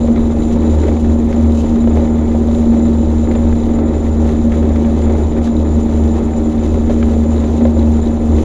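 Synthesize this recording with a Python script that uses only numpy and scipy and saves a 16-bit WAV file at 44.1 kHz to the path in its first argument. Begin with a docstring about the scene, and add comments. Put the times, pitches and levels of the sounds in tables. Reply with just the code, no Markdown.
"""A turbine race boat at steady speed, heard inside its closed cockpit.
From the start: shaft orders drone, with a strong third-order hum; low rumble; water rushing under the hull;
fittings buzzing; thin turbine whine on top. Waves swell the drone throughout.
Wavelets thud from 0.04 s, water sheets surge from 0.14 s, spray cracks on the shell from 0.16 s.
The heaviest thuds come near 6.9 and 7.65 s, the sharpest crack near 7.03 s."""
import sys
import numpy as np
from scipy import signal
from scipy.fft import rfft, irfft
from scipy.io import wavfile
from scipy.ndimage import uniform_filter1d, minimum_filter1d

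SR = 44100
rng = np.random.default_rng(int(sys.argv[2]) if len(sys.argv) > 2 else 0)


def log_audio(samples):
    """Write samples as a 16-bit WAV file to the path given in sys.argv[1]."""
    # one column per channel
    frames = np.atleast_2d(samples).T
    # limit to full scale, then quantise
    limited = np.clip(frames, -1, 1)
    pcm = np.round(limited * 32767).astype(np.int16)
    wavfile.write(sys.argv[1], SR, pcm)


N = 372204
T = np.arange(N) / SR

# propeller shaft, third order: t/s, f/Hz
SHAFT_THIRD_ORDER = [(0.1, 232.7), (0.9, 230.9), (0.97, 232.4), (3.73, 232.5), (3.93, 230.6), (4.57, 231.1),
                     (4.73, 229.5), (5.21, 229.3), (5.4, 232.7), (5.6, 229.3), (6.88, 231.2), (7.02, 229.7),
                     (7.48, 229.4), (7.61, 235.0), (7.79, 230.7), (8.3, 231.0)]
# weaker shaft orders: multiple of shaft speed, level/dB
WEAK_ORDERS = [(2, -33.5), (4, -28), (5, -39.5), (9, -43.5), (13, -52)]
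# cockpit hum on the third order: t/s, level before HUM_TRIM_DB/dB
HUM_LEVEL = [(0.0, -13), (0.07, -11.5), (0.3, -16), (0.69, -13), (0.88, -22), (0.91, -15.5), (1.58, -13),
             (1.67, -19), (1.74, -12), (2.37, -15.5), (2.65, -13), (3.7, -15), (3.86, -13.5), (3.97, -27),
             (4.07, -16), (4.95, -14), (5.02, -22.5), (5.09, -16.5), (5.28, -21.5), (5.53, -13),
             (5.72, -22), (5.77, -12), (6.3, -18), (7.11, -13), (7.54, -17.5), (7.58, -12.5), (8.28, -15),
             (8.35, -16.5)]
# waves loading the propeller: middle t/s, length/s, boom swell/dB
WAVE_SWELLS = [(.27, 1, 1.5), (0.798, 0.4, 7), (1.112, .2, 6), (1.49, .32, 7), (1.965, 0.22, 6),
               (2.45, 1, 2.5), (3.1, 0.36, 4), (3.482, 0.2, 5.5), (4.12, 0.8, 3.5), (4.683, 0.5, 6),
               (5.1, .52, 6.5), (5.667, 0.31, 5), (6.02, .28, 7), (6.72, 0.23, 5), (7.26, 0.96, 4.5),
               (7.84, 0.45, 7.5), (8.35, .24, 7)]
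# low turbulence spectrum: f/Hz, relative level/dB
RUMBLE_SPECTRUM = [(17, 8.5), (26, 6), (34, 3.5), (45, 4), (54, 3.5), (66, 4), (85, 3.5), (102, -10),
                   (130, -7.5), (175, -4.5), (215, -4), (270, -12)]
# rushing water spectrum: f/Hz, relative level/dB
WASH_SPECTRUM = [(200, -10), (260, -0.5), (310, 0), (350, 0.5), (420, -3.5), (500, -9.5), (620, -14),
                 (680, -16.5), (800, -15.5), (950, -21), (1100, -26), (1300, -27.5), (1700, -39)]
# steady spray spectrum: f/Hz, relative level/dB
SPRAY_SPECTRUM = [(800, -10.5), (1200, 7), (1580, -2), (1800, 4), (2100, -1), (2500, -4.5), (2800, -20),
                  (3500, -4), (5000, -24)]
# hull panel resonances: f/Hz, width/Hz, lift/dB
PANEL_MODES = [(560.4, 62, 8), (770, 25, 4.5), (909, 32, 5), (1030, 32, 0.5), (1260, 34, -1),
               (1890, 25, -2), (2050, 49, 5), (2263, 73, 4), (2606, 70, 5.5), (3006, 77, 5)]
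# water sheets along the hull: middle t/s, length/s, water surge/dB, fittings level change/dB
WATER_SHEETS = [(.2, 0.12, 2, -1), (.45, 0.14, 0.5, 1.5), (0.684, 0.36, 3, 1), (0.868, 0.2, 6, 2.5),
                (1.357, 0.21, 2.5, 1), (1.61, 0.21, 0.5, 5.5), (1.994, 0.17, 3.5, 3),
                (2.196, 0.14, 2.5, -2.5), (2.547, 0.092, 1, 4.5), (3.365, 0.4, 1.5, 0),
                (3.842, 0.25, 3, -3.5), (4.28, .16, 3, 2.5), (4.548, 0.12, 3, 2), (4.78, 0.39, 3.5, 0),
                (5.063, 0.31, 2.5, 0), (5.45, .08, 0, 5.5), (6.18, 0.075, 5.5, 3), (6.656, 0.13, 4, 2.5),
                (6.933, 0.084, 1, 3.5), (7.132, 0.064, 4, 6), (7.403, 0.29, 0.5, 1), (7.63, 0.2, 1, -1.5),
                (7.96, 0.1, 3, 1), (8.415, .14, 2.5, 4.5)]
# fittings sizzle spectrum: f/Hz, relative level/dB
SIZZLE_SPECTRUM = [(2600, -4), (3200, -4), (4000, -4.5), (4600, -9), (5500, -9.5), (6100, -3), (6800, -3.5),
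                   (7600, -8), (8300, -26.5), (9000, -15.5), (10400, -19), (11100, -14.5), (11900, -30.5),
                   (12800, -37)]
# ring of one metal fitting: f/Hz, relative level/dB
RING_SPECTRUM = [(3100, -19), (3550, -11.5), (3920, 0), (4300, -18.5)]
# turbine spool, seventh order: t/s, f/Hz
SPOOL_SEVENTH_ORDER = [(0, 7140), (.85, 7072), (1.4, 7105), (2.1, 7095), (2.8, 7125), (3.3, 7095),
                       (3.8, 7100), (4.2, 7072), (4.6, 7090), (5, 7062), (5.7, 7064), (6.4, 7100),
                       (6.8, 7070), (7.3, 7095), (8.44, 7080)]
# turbine whine: multiple of spool speed, relative level/dB
WHINE_ORDERS = [(7, 2), (9, -12.5), (10, -31), (11, -24), (12, -28.5), (14, -24)]
# wavelets thudding on the hull: t/s, force level before SLAP_DB/dB
WAVELETS = [(0.044, -17), (0.084, -12), (0.881, -10.5), (1.228, -26), (1.496, -16), (1.669, -23),
            (1.874, -13.5), (1.972, -13), (2.347, -13.5), (2.768, -14.5), (2.856, -16), (3.356, -11.5),
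            (3.383, -16), (3.608, -26), (3.787, -16), (4.017, -20), (5.323, -17), (5.454, -17),
            (5.605, -20), (6.742, -16), (6.896, -8), (7.437, -16), (7.652, -8), (7.766, -11.5),
            (8.383, -19)]
# thud spectrum through the panels: f/Hz, relative level/dB
THUD_SPECTRUM = [(380, -1), (560, 10), (800, -8), (1000, -7), (1400, -24)]
# spray gouts on the shell: t/s, force level before CRACK_DB/dB
SPRAY_GOUTS = [(0.16, -22), (0.834, -23), (0.881, -28.5), (0.9664, -26), (1.3264, -24), (1.6611, -28),
               (1.9714, -31), (2.5484, -34), (3.3124, -23), (3.3508, -21), (3.5254, -26), (3.7877, -31),
               (4.2901, -27), (4.5186, -24), (4.7584, -22), (4.8474, -25), (5.019, -25), (5.3198, -27),
               (6.8967, -37), (7.027, -20), (7.4395, -26), (7.6514, -37), (8.3823, -29)]
# crack spectrum on the shell: f/Hz, relative level/dB
SHELL_SPECTRUM = [(700, 0), (1250, 3.5), (1600, 0.5), (2100, 3), (2700, -9.5), (3500, -6), (5000, -19)]

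# levels before waves, sheets and chop
BOOM_DB, HUM_TRIM_DB, WASH_DB, SPRAY_DB, SHAKE_DB, WHISTLE_DB = -18.35, 0.49, -21.0, -44.0, -45.5, -52.2
# dB per dB of wave swell; the hum gives way while the boom swells
HUM_PER_SWELL, WASH_PER_SWELL, SHAKE_PER_SWELL = -0.28, 0.16, 0.09
# dB per dB of sheet surge
WASH_PER_SURGE, SPRAY_PER_SURGE = 0.59, 0.9
# random chop: pace, rms level change per layer, rms shaft wander
CHOP_HZ, SHAFT_WANDER_HZ = 15, 0.25
HUM_CHOP_DB, WASH_CHOP_DB, SPRAY_CHOP_DB, SHAKE_CHOP_DB, WHISTLE_CHOP_DB = 1.4, 0.37, 1, 1, 2
SLAP_DB, SLAP_DECAY_S = -1, 0.0079
CRACK_DB, CRACK_DECAY_S = -4, 0.0057
SLAP_CRACK_DB = -23  # spray thrown by each wavelet, re its thud force
TOP_HZ = 14400


def undb(db):
    """Decibels to amplitude gain."""
    return 10 ** (np.asarray(db) / 20)


def unit(x):
    """Scale to rms 1."""
    return x / np.sqrt(np.mean(x ** 2))


def curve(table):
    """Second column of a table, linearly interpolated over time."""
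    time_s, value = np.transpose(table)
    return np.interp(T, time_s, value)


def walk(rate_hz):
    """Smooth random signal of rms 1, rolled off above rate_hz."""
    f_hz = np.fft.rfftfreq(N, 1 / SR)
    spectrum = rfft(rng.standard_normal(N)) / (1 + (f_hz / rate_hz) ** 2)
    return unit(irfft(spectrum, N))


def colour(x, spectrum, resonances=()):
    """Minimum-phase filter: smooth spectrum plus resonances, 40 dB/octave fall beyond its ends."""
    size = 16384
    f_hz = np.fft.rfftfreq(size, 1 / SR) + 1
    points_hz, points_db = np.transpose(spectrum)
    octaves_outside = np.abs(np.log2(f_hz / np.clip(f_hz, points_hz[0], points_hz[-1])))
    shape_db = np.interp(np.log(f_hz), np.log(points_hz), points_db)
    shape_db = shape_db - 40 * np.minimum(octaves_outside, 2)  # fall stops after 2 octaves
    for centre_hz, width_hz, lift_db in resonances:
        shape_db = shape_db + lift_db / (1 + (2 * (f_hz - centre_hz) / width_hz) ** 2)
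    # folded cepstrum makes the response causal
    cepstrum = irfft(np.log(undb(shape_db)))
    cepstrum[1:size // 2] *= 2
    cepstrum[size // 2 + 1:] = 0
    response = irfft(np.exp(rfft(cepstrum)))
    return signal.fftconvolve(x, response)[:N]


def grains(spread_db, grain_hz):
    """Dense small impacts: noise of randomly jumping strength."""
    return unit(rng.standard_normal(N) * undb(spread_db * walk(grain_hz)))


def arches(middles_s, lengths_s, heights_db):
    """Sum of half-sine rises and falls, in dB."""
    total_db = 0
    for middle_s, length_s, height_db in zip(middles_s, lengths_s, heights_db):
        phase = np.clip((T - middle_s) / length_s, -0.5, 0.5)
        total_db = total_db + height_db * np.cos(np.pi * phase)
    return total_db


def drone(shaft_angle, boom_db, hum_db, lag_rad=1.0):
    """Shaft orders shake the cockpit; uneven propeller load flutters each in level and phase."""
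    boom_phase = shaft_angle - lag_rad + 0.14 * walk(5)
    boom = undb(boom_db + 0.5 * walk(10)) * np.cos(boom_phase)
    hum_phase = 3 * shaft_angle - lag_rad + 0.11 * walk(20)
    hum = undb(hum_db + 1.4 * walk(22)) * np.cos(hum_phase)
    rest = 0
    for multiple, level_db in WEAK_ORDERS:
        phase = multiple * shaft_angle + 0.55 * walk(8)
        rest = rest + undb(level_db + 3 * walk(6)) * np.cos(phase)
    return np.sqrt(2) * (boom + hum + undb(-0.1) * rest)


def rumble():
    """Turbulence under the hull fills the cockpit with low noise."""
    return undb(-20.5) * unit(colour(rng.standard_normal(N), RUMBLE_SPECTRUM))


def splashes(per_s=28, decay_s=0.0059, size=0.87):
    """Random small splashes: instant onset, exponential decay, on a steady level of 1."""
    starts = rng.random(N) < per_s / SR
    hits = starts * np.minimum(rng.exponential(0.8, N), 2.2)
    return 1 + size * signal.lfilter([1], [1, -np.exp(-1 / (decay_s * SR))], hits)


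def water(shaft_angle, wash_db, spray_db):
    """Rushing water and spray drive the panels, surging twice a turn as the blades bite."""
    bite = 1 + 0.22 * np.cos(2 * shaft_angle + 0.21 * walk(5.7))
    churn = grains(1.1, 70)
    droplets = grains(2.2, 1200)
    splash = splashes()
    wash = unit(colour(churn * bite * splash ** 0.3, WASH_SPECTRUM, PANEL_MODES))
    spray = unit(colour(droplets * bite * splash, SPRAY_SPECTRUM, PANEL_MODES))
    return undb(wash_db) * wash + undb(spray_db) * spray


def fittings(shake_db, chatter_hz=73, bounce_hz=137):
    """Loose fittings chatter at two wandering rates: bright sizzle plus one metallic ring."""
    contact_drive = 0
    for rate_hz in (chatter_hz, bounce_hz):
        wandering_hz = rate_hz * (1 + 0.14 * walk(14.53))
        contact_drive = contact_drive + np.cos(2 * np.pi * np.cumsum(wandering_hz) / SR)
    contact = np.exp(0.6 * contact_drive)
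    sizzle = unit(colour(grains(0.75, 400) * (1 + 0.22 * contact), SIZZLE_SPECTRUM, PANEL_MODES))
    ring = unit(colour(grains(3.5, 250) * contact, RING_SPECTRUM))
    buzz = undb(-3.0) * sizzle + undb(-10.0 + 3.4 * walk(13)) * ring
    return undb(shake_db + 1.4 * walk(35)) * buzz


def turbine(whistle_db):
    """Spool orders, smeared into narrow whistling bands by turbulent intake air."""
    seventh_hz = curve(SPOOL_SEVENTH_ORDER) + 10 * walk(30)
    spool_angle = 2 * np.pi * np.cumsum(seventh_hz / 7) / SR
    whine = 0
    for multiple, level_db in WHINE_ORDERS:
        flutter = 1 + 0.62 * (walk(42) + 1j * walk(42))
        band = np.real(flutter * np.exp(1j * multiple * spool_angle))
        whine = whine + undb(level_db) * unit(band)
    return undb(whistle_db) * whine


def blows(events, decay_s, rise_s=0.00053):
    """Impact forces: fast rise, exponential decay."""
    force, age_s = np.zeros(N + SR), T[:SR // 8]
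    for time_s, level_db in events:
        start = max(int(time_s * SR), 0)
        pulse = (1 - np.exp(-age_s / rise_s)) * np.exp(-age_s / decay_s)
        force[start:start + len(age_s)] += undb(level_db) * pulse
    return force[:N]


def slaps():
    """Wavelets thud dully through the panels; spray gouts crack on the shell as drop clusters."""
    thud_force = blows(WAVELETS, SLAP_DECAY_S)
    gout_force = blows(SPRAY_GOUTS, CRACK_DECAY_S)
    crack_force = undb(CRACK_DB) * gout_force + undb(SLAP_CRACK_DB) * thud_force
    thuds = thud_force * unit(colour(rng.standard_normal(N), THUD_SPECTRUM, PANEL_MODES))
    cracks = crack_force * unit(colour(grains(3.5, 900), SHELL_SPECTRUM, PANEL_MODES))
    return undb(SLAP_DB) * thuds + cracks


def scene():
    """Waves load the propeller, sheets surge the water and alter the buzz, chop unsettles the levels."""
    swell_db = arches(*np.transpose(WAVE_SWELLS))
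    middles_s, lengths_s, surges_db, rattles_db = np.transpose(WATER_SHEETS)
    surge_db = arches(middles_s, lengths_s, surges_db)
    rattle_db = arches(middles_s, lengths_s, rattles_db)
    water_chop = walk(CHOP_HZ)  # shared by wash and spray

    boom_db = BOOM_DB + swell_db
    hum_db = curve(HUM_LEVEL) + HUM_TRIM_DB + HUM_PER_SWELL * swell_db + HUM_CHOP_DB * walk(CHOP_HZ)
    wash_db = WASH_DB + WASH_PER_SWELL * swell_db + WASH_PER_SURGE * surge_db + WASH_CHOP_DB * water_chop
    spray_db = SPRAY_DB + SPRAY_PER_SURGE * surge_db + SPRAY_CHOP_DB * water_chop
    shake_db = SHAKE_DB + SHAKE_PER_SWELL * swell_db + rattle_db + SHAKE_CHOP_DB * walk(CHOP_HZ)
    whistle_db = WHISTLE_DB + WHISTLE_CHOP_DB * walk(CHOP_HZ)

    shaft_hz = curve(SHAFT_THIRD_ORDER) / 3 + SHAFT_WANDER_HZ * walk(CHOP_HZ)
    shaft_angle = 2 * np.pi * np.cumsum(shaft_hz) / SR
    hull = drone(shaft_angle, boom_db, hum_db) + rumble() + water(shaft_angle, wash_db, spray_db)
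    mix = hull + fittings(shake_db) + turbine(whistle_db) + slaps()
    return mix[None]


def record(dry):
    """Gain eases down around peaks above 0.86; 4 ms end fades; steep low-pass at TOP_HZ."""
    gain = np.minimum(1, 0.86 / (np.abs(dry) + 1e-9))
    gain = uniform_filter1d(minimum_filter1d(gain, size=441), size=441)  # 10 ms windows
    fade = np.minimum(np.minimum(T, T[-1] - T) / 0.004, 1)
    low_pass = signal.ellip(8, 0.2, 70, TOP_HZ, fs=SR, output="sos")
    return signal.sosfilt(low_pass, dry * gain * fade)


dry = scene()
out = record(dry)
log_audio(out)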